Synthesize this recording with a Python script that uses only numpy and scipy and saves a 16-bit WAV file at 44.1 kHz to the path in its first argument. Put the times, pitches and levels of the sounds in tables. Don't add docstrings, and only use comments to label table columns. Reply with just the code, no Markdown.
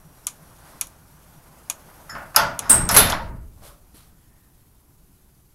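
import sys
import numpy as np
from scipy import signal
from scipy.fft import rfft, irfft, next_fast_len
from scipy.io import wavfile
from scipy.ndimage import uniform_filter1d

SR = 44100
rng = np.random.default_rng(int(sys.argv[2]) if len(sys.argv) > 2 else 0)


def unload_wav(signal):
    wavfile.write(
        sys.argv[1],
        SR,
        np.round(np.clip(np.atleast_2d(signal).T, -1, 1) * 32767).astype(np.int16),
    )


def ratio(d):
    e = np.asarray(d, float) / 20
    return 10 ** e


N = 244314

# (frequency [Hz], level [dB per Hz])
PANEL_NOISE = [(150, -47), (250, -23), (457, -18), (560, -6), (976, -5.5), (1240, -3.5), (1420, -5),
               (1880, -9.5), (3000, -24), (3900, -54), (6600, -120)]


def evened(x):
    return x / np.sqrt(np.mean(x ** 2) + 1e-20)


def read(points, hz):
    f, value = np.transpose(points)
    return np.interp(np.log(hz + 1), np.log(f + 1), value)


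def add(mix, s, sound):
    part = mix[round(s * SR):][:len(sound)]
    part += sound[:len(part)]


def inside(spectrum, hz):
    return (hz >= spectrum[0][0]) & (hz <= spectrum[-1][0])


def coloured(x, spectrum, tilt_db=0., pitch=0.99):
    size = next_fast_len(len(x), True)
    hz = np.fft.rfftfreq(size, 1 / SR) / pitch
    gain = inside(spectrum, hz) * ratio(read(spectrum, hz) + tilt_db * np.log2(hz / 7000 + 1e-3))
    return evened(irfft(rfft(x, size) * gain, size)[:len(x)])


def wash(spectrum, level_db, patchy_db, flicker_db):
    frames, hz = N // 256 + 5, np.fft.rfftfreq(1024, 1 / SR)
    a, b, patches = rng.standard_normal((frames, 513, 3)).T
    patches = uniform_filter1d(patches, size=12, axis=0)
    patches = evened(uniform_filter1d(patches, size=12, axis=1))
    flicker = evened(uniform_filter1d(rng.standard_normal(frames), size=4))
    gain = inside(spectrum, hz) * ratio(read(spectrum, hz))
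    z = (a + 1j * b) * gain[:, None] * ratio(patchy_db * patches + flicker_db * flicker)
    return ratio(level_db) * evened(signal.istft(z, nperseg=1024, noverlap=768)[1][:N])


def motion():
    # (frequency [Hz], level [dB per Hz])
    shudder = [(7.1, -33), (12, -3), (32, 6), (110, -6.5), (140, -31), (240, -120)]
    rumble = [(53, -33), (90, -4), (155, 0.5), (210, -8.5), (259, -8.5), (450, -17), (580, -38),
              (990, -120)]
    rolling = [(150, -29.5), (250, 0), (439, -1.5), (605, 2.5), (1040, 2), (1300, -1.5), (1480, -1),
               (2020, -9.5), (3500, -20.5), (4550, -51), (7700, -120)]
    hiss = [(1180, -28), (2000, -5), (3480, -5), (5140, -4), (5600, -4), (6110, -3), (7260, -5), (11700, 1),
            (15200, -9.5), (15800, -8)]
    # (time [s], level [dB])
    creep = [(0, -60), (.32, -57), (.55, -56), (.76, -52), (.95, -59), (1.19, -58.5), (1.5, -56),
             (1.94, -52), (2.2, -53), (2.4, -59), (3.2, -61.5), (3.42, -71), (3.6, -62.5), (3.85, -66.5),
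             (4.5, -68), (5.54, -71)]
    # (time [s], wall [dB], frame [dB], wheels [dB])
    lurches = [(2.1, -48, -39, -60.5), (2.348, -34, -29, -39), (2.6, -37, -37, -39),
               (2.694, -22.5, -20.5, -33), (2.79, -27, -29.5, -39), (2.889, -20.5, -20.5, -34),
               (2.97, -23.5, -22.5, -29), (3.089, -25, -36, -47.5), (3.27, -32, -40.5, -64.5),
               (3.55, -42, -52.5, -69), (3.76, -47, -63, -74), (4.03, -48.5, -63, -75)]
    # (wall, frame, wheels, hiss) [dB], [ratio]
    rest_levels_db = [-58.5, -61, -70, -66]
    creep_shares = [.2, .3, 1, .6]
    # (wall, frame, wheels) [s]
    lurch_rise_s = [0.042, 0.043, .06]
    lurch_t60_s = [.9, 0.82, .6]

    t = np.arange(0, N + 64, 64) / SR
    creep_db = np.interp(t, *np.transpose(creep)) + 70
    power = ratio(np.array(rest_levels_db)[:, None] + np.outer(creep_shares, creep_db)) ** 2
    rise, t60 = np.array([lurch_rise_s, lurch_t60_s])[:, :, None]
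    for s, *db in lurches:
        since = np.maximum(t - s, 0)
        fall = ratio(np.array(db)[:, None] - 60 * since / t60)
        power[:-1] += (fall * (1 - np.exp(-(since / rise) ** 2))) ** 2
    levels_db = [np.interp(np.arange(N) / SR, t, 10 * np.log10(p)) for p in power]
    wall_db, frame_db, rolling_db, hiss_db = levels_db
    out = wash(shudder, wall_db, patchy_db=.3, flicker_db=.2)
    out += wash(rumble, frame_db, patchy_db=.6, flicker_db=.6)
    out += wash(rolling, rolling_db, patchy_db=-0.5, flicker_db=0.9)
    return out + wash(hiss, hiss_db, patchy_db=1.2, flicker_db=1.2)


def microphone_hiss():
    # (frequency [Hz], level [dB per Hz])
    own_hiss = [(4120, -40), (7000, -10.5), (10100, -10), (10700, -4.5), (11900, -1), (15800, -10.5)]
    return wash(own_hiss, level_db=-68, patchy_db=1.0, flicker_db=-0.9)


def bearing_whine():
    hz, width_hz, db, fade_db_per_s = 5800, 150, -72, 6.0
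    narrow = [(hz - 2 * width_hz, -30), (hz, 0), (hz + 2 * width_hz, -30)]
    fall = ratio(db - fade_db_per_s * np.arange(N) / SR)
    return fall * coloured(rng.standard_normal(N), narrow, pitch=0.99)


def bumps():
    # (time at the peak [s], level [dB])
    flat_spots = [(0.066, -44), (0.426, -46), (0.851, -52), (0.999, -56), (1.16, -52), (1.301, -54),
                  (1.369, -48), (1.52, -52), (1.829, -52), (1.875, -50), (2.07, -50)]
    note_hz, half_s, lead_s = 156.6, 0.019, .1
    out, t = np.zeros(N), np.arange(SR // 5) / SR - lead_s
    swell = np.sin(2 * np.pi * note_hz * t) * np.exp(-(t / half_s) ** 2)
    for s, db in flat_spots:
        skip = round(max(lead_s - s, 0) * SR)
        add(out, max(s - lead_s, 0), ratio(db) * swell[skip:])
    return out


def pings():
    # (time [s], frequency [Hz], spread [Hz], level [dB], t60 [s]) # faint pips of grit under the cable,
    # then low ticks and a hum as the door settles
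    pips = [
        (.2465, 5600, 700, -44, .015),
        (.443, 10700, 1800, -43, .015),
        (.586, 7000, 700, -45, .012),
        (2.185, 13000, 3480, -44, .02),
        (2.273, 11500, 900, -50, .015),
        (3.575, 850, 600, -57, .15),
        (3.625, 598, 90, -50.5, .4),
        (3.69, 1250, 500, -51, .3),
    ]
    loose_parts = [(2.094, 1600, 699, -34.5, 0.52), (2.097, 5250, 500, -37, 0.25),
                   (2.097, 6930, 500, -42, 0.22), (2.3615, 5050, 600, -4, 0.037),
                   (2.3611, 11400, 1600, -4.5, 0.051), (2.361, 11450, 756, -25.5, 0.095),
                   (2.3615, 680, 300, -29, 0.7), (2.696, 8750, 1500, -13, 0.3),
                   (2.695, 15000, 2600, -21.5, 0.2), (2.8899, 5270, 774, -22.5, 0.17),
                   (2.941, 9200, 1296, -20, 0.11), (2.964, 6100, 980, -17.5, 0.18),
                   (2.964, 1225, 400, -11.5, 0.085), (3.1225, 3500, 900, -16, .025),
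                   (3.123, 9060, 400, -38.5, .04), (2.364, 1420, 260, -17, .45),
                   (2.985, 3600, 300, -21, 0.45), (2.3615, 6300, 600, -16, 0.066),
                   (2.366, 980, 350, -24, .7), (2.946, 2050, 400, -21.5, .15), (2.968, 2000, 200, -21, .1),
                   (2.696, 9950, 700, -18.5, .25), (3.0985, 5700, 3800, -21, .05)]
    booms = [
        (2.6, 649, 401.7, -41, 0.53),
        (2.7, 248, 50, -22.5, 0.23),
        (2.967, 428, 120.7, -21, 0.22),
        (2.968, 262, 49.9, -22, .2),
        (3.099, 1432, 600, -22.5, 0.098),
        (3.126, 931, 197, -25, 0.45),
        (2.95, 540, 160, -27, .35),
    ]
    out, t = np.zeros(N), np.arange(SR // 3) / SR
    edges = np.minimum(np.minimum(t / 0.0012, (t[-1] - t) / .12), 1)
    for s, hz, spread_hz, db, t60 in loose_parts + booms + pips:
        place, phase = rng.random((2, 32, 1))
        off = (np.arange(32)[:, None] + place) / 16 - 1
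        fall_db = 60 * t * (1 + 1.6 * off ** 2) / t60
        partials = np.sin(2 * np.pi * ((hz + .55 * spread_hz * off) * t + phase))
        bundle = (ratio(-fall_db) * partials).sum(0) / 4
        add(out, s, ratio(db) * bundle * edges)
    return out


def cable():
    # (time [s], peak [dB], tilt [dB per octave], ring
    ticks = [(.2685, -9, 5.5, 1.2), (0.8115, -9.5, 4, 1.2), (0.868, -43, 6.5, .9), (0.8698, -28, 9, 0.6),
             (1.633, -50, 7.5, 1.4), (1.699, -8.5, 4, 0.96), (2.346, -34, 2.5, 0.51),
             (2.3557, -28.5, 4.5, 0.39), (2.3618, -2.5, 4.5, 0.92), (2.5915, -11, 3.5, 0.98),
             (2.695, -20.5, 6.5, 2.8), (2.89, -9.5, 2.5, 1.1), (2.964, -8.5, 3.5, 2.5),
             (3.0987, -20.5, 0.3, 1.9), (3.121, -22, -5.5, 0.97)]
    # (frequency [Hz], level [dB per Hz])
    drum_noise = [(470, -50), (800, -29.5), (1160, -19.5), (1940, -27), (2400, -14.5), (2690, -19.5),
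                  (3410, -14), (4950, -16.5), (6860, -3), (8900, -10), (10700, 0), (15200, -23),
                  (15800, -25.5)]
    # (frequency [Hz], level [dB], t60 [s])
    drum = [(1180, -20.5, 0.041), (2470, -11.5, .04), (2914, -16, .04), (3404, -8.5, .04), (3790, -14, .03),
            (4530, -12, .03), (5780, -2, 0.02), (6000, 0, 0.022), (6650, 2, 0.018), (6970, -6, 0.025),
            (7940, -5.5, .02), (8500, -6, 0.07), (10400, -0.5, 0.014), (10900, -2.5, 0.012),
            (11800, -7, 0.014), (14400, -8.5, .012)]
    fresh = .35
    out, t = np.zeros(N), np.arange(SR // 8) / SR
    hz, mode_db, t60 = np.array(drum).T[:, :, None]
    fall = ratio(mode_db - 60 * t / np.minimum(t60, .035))
    shiver = (fall * np.sin(2 * np.pi * (hz * t + rng.random(hz.shape)))).sum(0)
    same = rng.standard_normal(len(t))
    for s, db, tilt_db, stretch in ticks:
        grain = (1 - fresh) * same + fresh * rng.standard_normal(len(t))
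        snap = coloured(grain, drum_noise, tilt_db) * ratio(-60 * t / (.009 * stretch))
        scatter = coloured(rng.standard_normal(len(t)), drum_noise, tilt_db - 11)
        snap += scatter * ratio(-19.5 - 60 * t / (.1 * stretch))
        tick = snap + ratio(-7.0 - 1.5 * abs(tilt_db)) * shiver
        add(out, s, ratio(db) * tick * (1 - np.exp(-(t / .0003) ** 2)))
    return out


def garage(x):
    # (frequency [Hz], t60 [s])
    decay = [(300, .5), (1200, .42), (3500, .24), (7000, .2), (12000, .19)]
    taps = np.zeros(SR // 2)
    at = np.arange(150, SR // 2 - 20, 20)
    taps[at + rng.integers(0, 20, len(at))] = rng.choice([-1., 1.], len(at))
    hz, t, z = signal.stft(taps, SR, nperseg=256)
    t60 = np.clip(read(decay, hz), .05, 2)[:, None]
    tail = signal.istft(z * ratio(-60 * t / t60), SR, nperseg=256)[1]
    return signal.fftconvolve(x, tail / np.linalg.norm(tail))[:N]


def shell(x):
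    hz, spread_hz, db, t60 = 575, 170, -14.0, .6
    t = np.arange(SR) / SR
    detune, phase = rng.random((2, 24, 1))
    off = (np.arange(24)[:, None] + detune) / 24 - .5
    modes = np.sin(2 * np.pi * ((hz + spread_hz * off) * t + phase))
    hum = modes.sum(0) * ratio(-60 * t / t60)
    return ratio(db) * signal.fftconvolve(x, hum / abs(rfft(hum)).max())[:N]


def scuffs():
    # (time at the peak [s], low [dB], high [dB], swell [s], fade [s])
    brushes = [
        (.70, -57, -57, 0.11, 0.033),
        (3.667, -53, -48, 0.039, 0.054),
        (3.972, -60.5, -54, 0.025, 0.088),
    ]
    # (frequency [Hz], level [dB per Hz])
    rub = [(1200, -27), (2000, -4), (3200, -.5), (4800, -1), (6500, -4.5), (9000, 0.5), (11700, 1.5),
           (15800, -9)]
    out, t = np.zeros(N), np.arange(N) / SR
    low, high = (coloured(rng.standard_normal(N), c) for c in (PANEL_NOISE, rub))
    grain = ratio(1.5 * evened(uniform_filter1d(rng.standard_normal(N), size=150)))
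    low, high = evened(low * grain), evened(high * grain)
    for s, low_db, high_db, swell, fade in brushes:
        length, power = np.where(t < s, swell, fade), np.where(t < s, 2, 1.3)
        out += (ratio(low_db) * low + ratio(high_db) * high) * np.exp(-abs((t - s) / length) ** power)
    return out


def ring(modes, spectrum, t60, rise, share, split_hz, stretch=1., pitch=1.):
    hz, db, mode_t60 = np.array(modes).T[:, :, None]
    t = np.arange(SR // 2 if mode_t60.max() > .22 else SR // 3) / SR
    fall = ratio(db - 60 * t / (mode_t60 * stretch))
    lines = 0
    for detune, phase in rng.random((4, 2, len(modes), 1)):
        partial_hz = hz * pitch + split_hz * (detune - .5)
        lines = lines + (fall * np.sin(2 * np.pi * (partial_hz * t + phase))).sum(0)
    lines = lines / np.sqrt(2 * (ratio(db) ** 2).sum())
    crowd = coloured(rng.standard_normal(len(t)), spectrum, pitch=pitch) * ratio(-60 * t / (t60 * stretch))
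    share = np.clip(share, 0, 1)
    return (share * lines + (1 - share) * crowd) * (1 - np.exp(-(t / rise) ** 2))


def door():
    # (time [s], panel [dB], rail [dB], bracket [dB], ring length [factor])
    jolts = [(2.094, -42.5, -52, -47, 1.7), (2.149, -30, -49, -59, 1.48), (2.3449, -20, -40, -47.5, 0.28),
             (2.3615, -14.5, -17.5, -23, 1.36), (2.619, -35.5, -46, -52.5, 6.4),
             (2.695, -19, -24.5, -16, 1.76), (2.8895, -19, -23.5, -32, 1.6),
             (2.910, -25.5, -34.5, -16.5, 1.3), (2.942, -19, -22.5, -14.5, 1.8),
             (2.964, -14, -12.5, -3, 1.75), (3.098, -23, -31, -24.5, 0.69), (3.123, -19, -29, -46, 0.7),
             (3.942, -61, -59, -52, 1.55)]
    # (time [s], pitch [factor])
    rail_load = [
        (2.4, 0.96),
        (2.7, 1.1),
        (2.9, 1.2),
        (2.96, 0.85),
    ]
    # (frequency [Hz], level [dB], t60 [s])
    panel = [(668, -9, .33), (883, -3, .33), (958, -7, .35), (1180, -10, .25), (1416, -.5, .3),
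             (1680, -11, .3)]
    rail = [(3386, -11, .18), (4430, -9, .15), (4797, -.5, .14), (5006, -6, .2), (5792, -9, .15),
            (6401, -8, .17)]
    bracket = [(9900, -9, .14), (10700, -1, .17), (10950, -.5, .18), (11150, -2, .18), (11600, -6, .16),
               (13400, -8, .12)]
    # (frequency [Hz], level [dB per Hz])
    rail_noise = [(1290, -34), (2200, -4.5), (3660, -4), (4030, -9), (4970, -1.5), (5500, -6.5),
                  (6630, -8.5), (7720, -19), (8500, -15), (11000, -46), (18700, -120)]
    bracket_noise = [(4410, -41.5), (7500, -11), (8550, -13), (9910, -6.5), (10300, 0), (11100, 3.5),
                     (12400, -7), (13500, -5.5), (15800, -25)]
    out = np.zeros(N)
    for s, panel_db, rail_db, bracket_db, stretch in jolts:
        pitch = np.interp(s, *np.transpose(rail_load))
        add(out, s, ratio(panel_db) * ring(panel, PANEL_NOISE, t60=0.33, rise=0.0029, share=0.3,
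                                         split_hz=120.0, stretch=stretch))
        add(out, s, ratio(rail_db) * ring(rail, rail_noise, t60=0.24, rise=0.00051, share=0.27,
                                        split_hz=190.0, stretch=stretch, pitch=pitch))
        add(out, s, ratio(bracket_db) * ring(bracket, bracket_noise, t60=0.14, rise=0.0022, share=0.18,
                                           split_hz=350.0, stretch=stretch))
    return out


def spring():
    # (frequency [Hz], level [dB], t60 [s])
    coil = [(8030, -14, .2), (8258, -13, .28), (8597, -11, .2), (8320, -5, .26), (8393, -.5, .25),
            (8464, 1, .24), (8540, -8, .25), (8702, -13, .22), (8790, -11, .25), (8890, -9, .15),
            (9023, -11, .17), (9378, -12, .17)]
    # (frequency [Hz], level [dB per Hz])
    coil_noise = [(2940, -67), (5000, -27), (6490, -28.5), (6710, -24), (7280, -16), (7980, -10.5),
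                  (8300, 0.5), (8580, -3), (8880, -7), (10800, -23.5), (13200, -36.5), (14900, -25.5),
                  (15800, -26)]
    out, s, db = np.zeros(N), 2.6965, -0.34
    twang = ring(coil, coil_noise, t60=0.22, rise=0.0046, share=.66, split_hz=13., stretch=1.25)
    add(out, s, ratio(db) * twang)
    return out


def rattle():
    # (start [s], length [s], level [dB])
    rattles = [
        (2.9, .06, -26),
        (2.968, .13, -14),
        (3.1, .06, -28),
    ]
    # (frequency [Hz], level [dB per Hz])
    knock_noise = [(500, -20), (1000, -3), (1500, -.5), (2200, -6), (3600, -3), (5000, -6), (6300, -4.5),
                   (8000, -20)]
    knocks_per_s, knock_t60_s, fade_db = 160, .014, -14
    out, t = np.zeros(N), np.arange(SR // 40) / SR
    for start, length, db in rattles:
        for place, size, pitch in rng.random((round(knocks_per_s * length), 3)):
            knock = coloured(rng.standard_normal(len(t)), knock_noise, pitch=.8 + .4 * pitch)
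            fall = ratio(db + fade_db * place - 12 * size - 60 * t / knock_t60_s)
            add(out, start + place * length, knock * fall)
    return out


def thuds():
    # (time [s], level [dB], frequency [Hz], t60 [s])
    knocks = [
        (3.62, -50.5, 574, 0.39),
        (3.941, -46, 217, 0.075),
    ]
    out, t = np.zeros(N), np.arange(SR // 4) / SR
    for s, db, hz, t60 in knocks:
        dull = [(hz * 0.24, -20), (hz * 0.595, -3), (hz, -.1), (hz * 1.9, -6), (hz * 3.4, -22)]
        knock = coloured(rng.standard_normal(len(t)), dull) * np.minimum(t / 0.0033, 1)
        add(out, s, ratio(db - 60 * t / t60) * knock)
    return out


def squeak():
    s, hz, db, half_s = 4.33, 1830, -72.5, .2
    narrow = [(hz * .75, -30), (hz * .92, -9), (hz, -.1), (hz * 1.1, -8), (hz * 1.5, -30)]
    swell = np.exp(-((np.arange(N) / SR - s) / half_s) ** 2)
    return ratio(db) * coloured(rng.standard_normal(N), narrow) * swell


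def scene():
    ticks = cable()
    jolts = door() + spring() + thuds() + pings() + rattle()
    slap = ratio(-22.0) * np.roll(ticks, round(0.0069 * SR))
    echoes = garage(ratio(-19) * ticks + ratio(-13.5) * jolts)
    hum = shell(ratio(24.0) * ticks + ratio(17.5) * jolts)
    soft = motion() + bumps() + bearing_whine() + scuffs() + squeak()
    return (soft + ticks + slap + jolts + echoes + hum)[None]


def low_pass(x):
    return signal.sosfilt(signal.butter(12, 15980, fs=SR, output="sos"), x)


def record(dry):
    mix = np.clip(dry + microphone_hiss(), -.97, .97)
    return low_pass(mix)


dry = scene()
out = record(dry)
unload_wav(out)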